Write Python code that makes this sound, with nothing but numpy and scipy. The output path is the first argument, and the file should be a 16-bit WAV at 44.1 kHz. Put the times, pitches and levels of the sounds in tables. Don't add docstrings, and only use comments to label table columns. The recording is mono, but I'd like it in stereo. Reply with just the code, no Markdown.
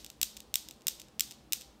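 import sys
import numpy as np
from scipy import signal
from scipy.fft import rfft, irfft
from scipy.io import wavfile
from scipy.ndimage import uniform_filter1d

SR = 44100
rng = np.random.default_rng(int(sys.argv[2]) if len(sys.argv) > 2 else 0)


def pcm_store(signal):
    levels = np.round(np.clip(np.atleast_2d(signal), -1, 1) * 32767)
    wavfile.write(sys.argv[1], SR, levels.astype(np.int16).T)


def elevation(decibels):
    levels = np.asarray(decibels, float)
    return 10 ** (levels / 20)


N = 79380

# pitch_hz [Hz], level_db [dB per Hz]
AIR_SPECTRUM = [(15, -44), (25, -19), (227, -7.5), (469, -13), (567, -13), (684, -14.5), (970, -16),
                (1450, -19.5), (15500, -37)]
# pitch_hz [Hz], coherence [-1 to 1]
AIR_COHERENCE = [(60, 0.15), (180, 0.71), (550, 0.71), (1650, -0.44), (4970, 0.15), (15000, -0.05)]
# pitch_hz [Hz], level_db [dB]
AIR_BALANCE = [(60, 1.5), (240, 2), (950, 2.5), (3770, 4), (15000, 4.5)]
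# pitch_hz [Hz], width_hz [Hz], level_db [dB rms]
HUM_BANDS = [(58.8, 9.6, -67), (129.6, 14, -73), (216.6, 4.5, -69), (311.7, 4.1, -71.5), (499, 7.1, -79),
             (793.5, 5.3, -79)]
AIR_DB, SWELL_DB = -61, 2

# pitch_hz [Hz], t60_s [s]
REVERB_T60 = [(1000, 0.52), (3000, 0.59), (7000, 0.39), (11000, 0.32), (16000, .3)]
# pitch_hz [Hz], level_db [dB]
REVERB_LEFT = [(1000, 12), (2200, 0), (3600, 6.5), (6000, 2), (8500, -8.5), (10200, -8), (13500, -12.5),
               (16500, -28)]
# pitch_hz [Hz], level_db [dB]
REVERB_RIGHT = [(1000, 7), (2200, -1), (3600, -3), (7000, 0.5), (8800, -0.5), (10200, -12.5), (13500, -1.5),
                (16500, -15)]
# left_db [dB], right_db [dB]
CLUTTER_DB = (-18, -20)
CLUTTER_T60_S = 0.014
TAIL_START_S, TAIL_RISE_S, TAIL_DB = 0.0063, 0.0036, -11.5
EARLY_DB, EARLY_T60_S = -2.5, 0.033
LUMPY_DB = 7.5
ROOM_EDGE_HZ = 15800

# start_s [s] of the strike, then gap_ms [ms after it] of three follow-up contacts
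SWING_TIMES = [(.21499, 14.55, 16.06, 16.33), (.54152, 14.64, 14.99, 15.55), (.86936, 12.61, 12.75, 15.14),
               (1.19595, 11.03, 11.40, 11.94), (1.52354, 8.82, 9.28, 9.61)]
# strike_db, second_db, third_db, fourth_db [dB]
SWING_FORCES = [(.5, -.6, -1, -.4), (0, -.3, -1.3, -2.8), (-.4, -3, -1.5, -3.1), (-.8, -.2, -.1, -1.2),
                (-1.1, -1.4, -1.2, -2.5)]
# start_s [s], level_db [dB]
LOOSE_TICKS = [(.0463, -17), (0.064, -20), (0.1016, -18.5), (.3682, -18.5), (0.3718, -19), (.4042, -19.5),
               (0.687, -17), (0.6868, -32), (0.7104, -19), (.8090, -38), (0.8198, -32.5), (0.9982, -21),
               (1.0014, -21.5), (1.017, -21.5), (1.0848, -35), (1.31, -19.5), (1.3142, -21.5),
               (1.3218, -23.5), (1.6106, -24.5), (1.6121, -22.5), (1.6195, -24)]
# delay_ms [ms], level_db [dB], shading_hz [Hz]
NEAR_PORT_PATHS = [(.023, 6.4, 12800), (.17, -4.4, 37000), (.42, -18, 40000)]
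# delay_ms [ms], level_db [dB], shading_hz [Hz]
FAR_PORT_PATHS = [(.068, -13, 40000), (.092, -.5, 6000), (.378, -3.5, 6300), (.427, -13.5, 13400),
                  (.563, -3.7, 8000), (1.174, -4.1, 5800), (1.87, -9, 7000)]
# pitch_hz [Hz], width_hz [Hz], level_db [dB]
NEAR_RESONANCES = [(3800, 1350, -2.8), (6100, 1400, -13), (14350, 500, 3)]
# pitch_hz [Hz], width_hz [Hz], level_db [dB]
FAR_RESONANCES = [(3800, 800, 5), (5200, 400, 4.5), (13400, 1600, 4)]
# delay_ms [ms], left_db [dB], right_db [dB]
WALL_ECHOES = [(9.5, -33, -31), (15, -28, -30), (21, -34, -32), (27, -28, -23), (38, -34, -33)]
WANDER_MS, WANDER_DB = .005, 1
CONTACT_HZ, LOW_CUT_HZ = 17500, 2300
SOFTEN = .15
CLACK_DB, FAR_DB = -2.5, -.5
BEFORE_S, BEFORE_DB = .11, 4.5
EDGE_HZ = 16400


def read(points, hz):
    f, value = np.transpose(points)
    return np.interp(np.log(hz + 1), np.log(f + 1), value)


def evened(x):
    return x / np.sqrt(np.mean(x ** 2) + 1e-20)


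def add(mix, at, sound):
    part = mix[:, at:at + sound.shape[1]]
    part += sound[:, :part.shape[1]]


def hum(centre_hz, width_hz, level_db):
    hz = np.fft.rfftfreq(N, 1 / SR)
    drift = rfft(rng.standard_normal(N)) * (hz > 0) / (1 + (hz / 3) ** 4)
    swell = evened(irfft(drift, N))
    band = rfft(rng.standard_normal(N)) / (1 + ((hz - centre_hz) / width_hz) ** 2)
    return elevation(level_db + SWELL_DB * swell) * evened(irfft(band, N))


def air():
    frames, hz = N // 512 + 5, np.fft.rfftfreq(2048, 1 / SR)
    a, b, c, d, patches = rng.standard_normal((frames, 1025, 5)).T
    patches = uniform_filter1d(patches, size=12, axis=0)
    patches = evened(uniform_filter1d(patches, size=8, axis=1))
    same = np.clip(read(AIR_COHERENCE, hz), -1, 1)[:, None]
    left = a + 1j * b
    right = same * left + np.sqrt(1 - same ** 2) * (c + 1j * d)
    lean = read(AIR_BALANCE, hz)[:, None] / 2
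    level_db = read(AIR_SPECTRUM, hz)[:, None] + 1.1 * patches
    level_db = level_db - 40 * (hz > ROOM_EDGE_HZ)[:, None]
    z = np.array([left, right]) * elevation(level_db) * elevation(np.array([lean, -lean]))
    noise = signal.istft(z, nperseg=2048, noverlap=1536)[1][:, :N]
    return elevation(AIR_DB) * evened(noise) + sum(hum(*band) for band in HUM_BANDS)


def room():
    t = np.arange(SR) / SR
    hz, frames, z = signal.stft(rng.standard_normal((2, SR)), SR, nperseg=256)
    colour_db = np.array([read(REVERB_LEFT, hz), read(REVERB_RIGHT, hz)])[:, :, None]
    colour = elevation(colour_db) * (hz < ROOM_EDGE_HZ)[:, None]
    late = elevation(-60 * frames / read(REVERB_T60, hz)[:, None])
    early = elevation(EARLY_DB - 60 * frames / EARLY_T60_S)
    tail = signal.istft(z * (late + early) * colour, SR, nperseg=256)[1][:, :SR]
    tail = tail * np.clip((t - TAIL_START_S) / TAIL_RISE_S, 0, 1) * elevation(TAIL_DB - 28)
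    lumps = evened(uniform_filter1d(rng.standard_normal(SR), size=60))
    tail = tail * elevation(LUMPY_DB * lumps * np.exp(-t / 0.02))
    clutter = signal.istft(z * colour, SR, nperseg=256)[1][:, :SR]
    fall_db = np.array(CLUTTER_DB)[:, None] - 60 * t / CLUTTER_T60_S
    return tail + clutter * elevation(fall_db) * (t > .0005)


def port_response(hz, paths, resonances, luck, trim_db):
    way = 0
    for k, (ms, db, shade_hz) in enumerate(paths):
        loose = k > 0
        level = elevation(db + trim_db + WANDER_DB * luck[k + len(paths)] * loose)
        delay_s = (ms + WANDER_MS * luck[k] * loose) / 1000
        way = way + level * np.exp(-2j * np.pi * hz * delay_s - (hz / shade_hz) ** 2)
    ring = sum(elevation(db) * 1j * hz * w / (f * f - hz * hz + 1j * hz * w) for f, w, db in resonances)
    return way * (1 + ring)


def clack(s, force_db, chance, spot, size=1024):
    hz, at = np.fft.rfftfreq(size, 1 / SR), int(s * SR) - 64
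    u = hz / (CONTACT_HZ * elevation(SOFTEN * force_db))
    v = 1j * hz / LOW_CUT_HZ
    low_cut = v * v / (1 + 1.4 * v + v * v)
    pulse = 4j * u * np.exp(-u ** 2) * low_cut * elevation(CLACK_DB + force_db)
    pulse = pulse * np.exp(-2j * np.pi * hz * (s - at / SR - .00004))
    far = port_response(hz, FAR_PORT_PATHS, FAR_RESONANCES, chance[0], FAR_DB)
    near = port_response(hz, NEAR_PORT_PATHS, NEAR_RESONANCES, chance[1], 0)
    spots = [np.full(len(hz), k == spot) for k in range(3)]
    return at, irfft(pulse * np.array([far, near] + spots), size)


def cradle():
    hits = []
    for (s, *gaps), forces in zip(SWING_TIMES, SWING_FORCES):
        hits += [(s + ms / 1000, db) for ms, db in zip([0] + gaps, forces)]
    before = [(-BEFORE_S, BEFORE_DB), (.012 - BEFORE_S, BEFORE_DB)]
    chance = rng.standard_normal((60, 2, 16))
    mix = np.zeros((5, N + SR))
    for k, (s, db) in enumerate(hits + LOOSE_TICKS + before):
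        add(mix, *clack(s + 1, db, chance[k], k % 3))
    direct = mix[:2]
    both = mix[[1, 0]] + direct
    echoes = sum(elevation([[left], [right]]) * np.roll(both, round(ms * SR / 1000), 1)
                 for ms, left, right in WALL_ECHOES)
    wet = sum(signal.fftconvolve(bare[None], room(), axes=1)[:, :N + SR] for bare in mix[2:])
    edge = signal.firwin(511, ROOM_EDGE_HZ, window=("kaiser", 8), fs=SR)[None]
    return (direct + signal.oaconvolve(.5 * echoes + wet, edge, "same"))[:, SR:]


def scene():
    return cradle() + air()


def top_cut(x):
    return signal.sosfilt(signal.butter(12, 16970, fs=SR, output="sos"), x)


def record(dry):
    low_pass = signal.firwin(255, EDGE_HZ, window=("kaiser", 8), fs=SR)[None]
    band = signal.oaconvolve(dry, low_pass, "same")
    return top_cut(band)


dry = scene()
out = record(dry)
pcm_store(out)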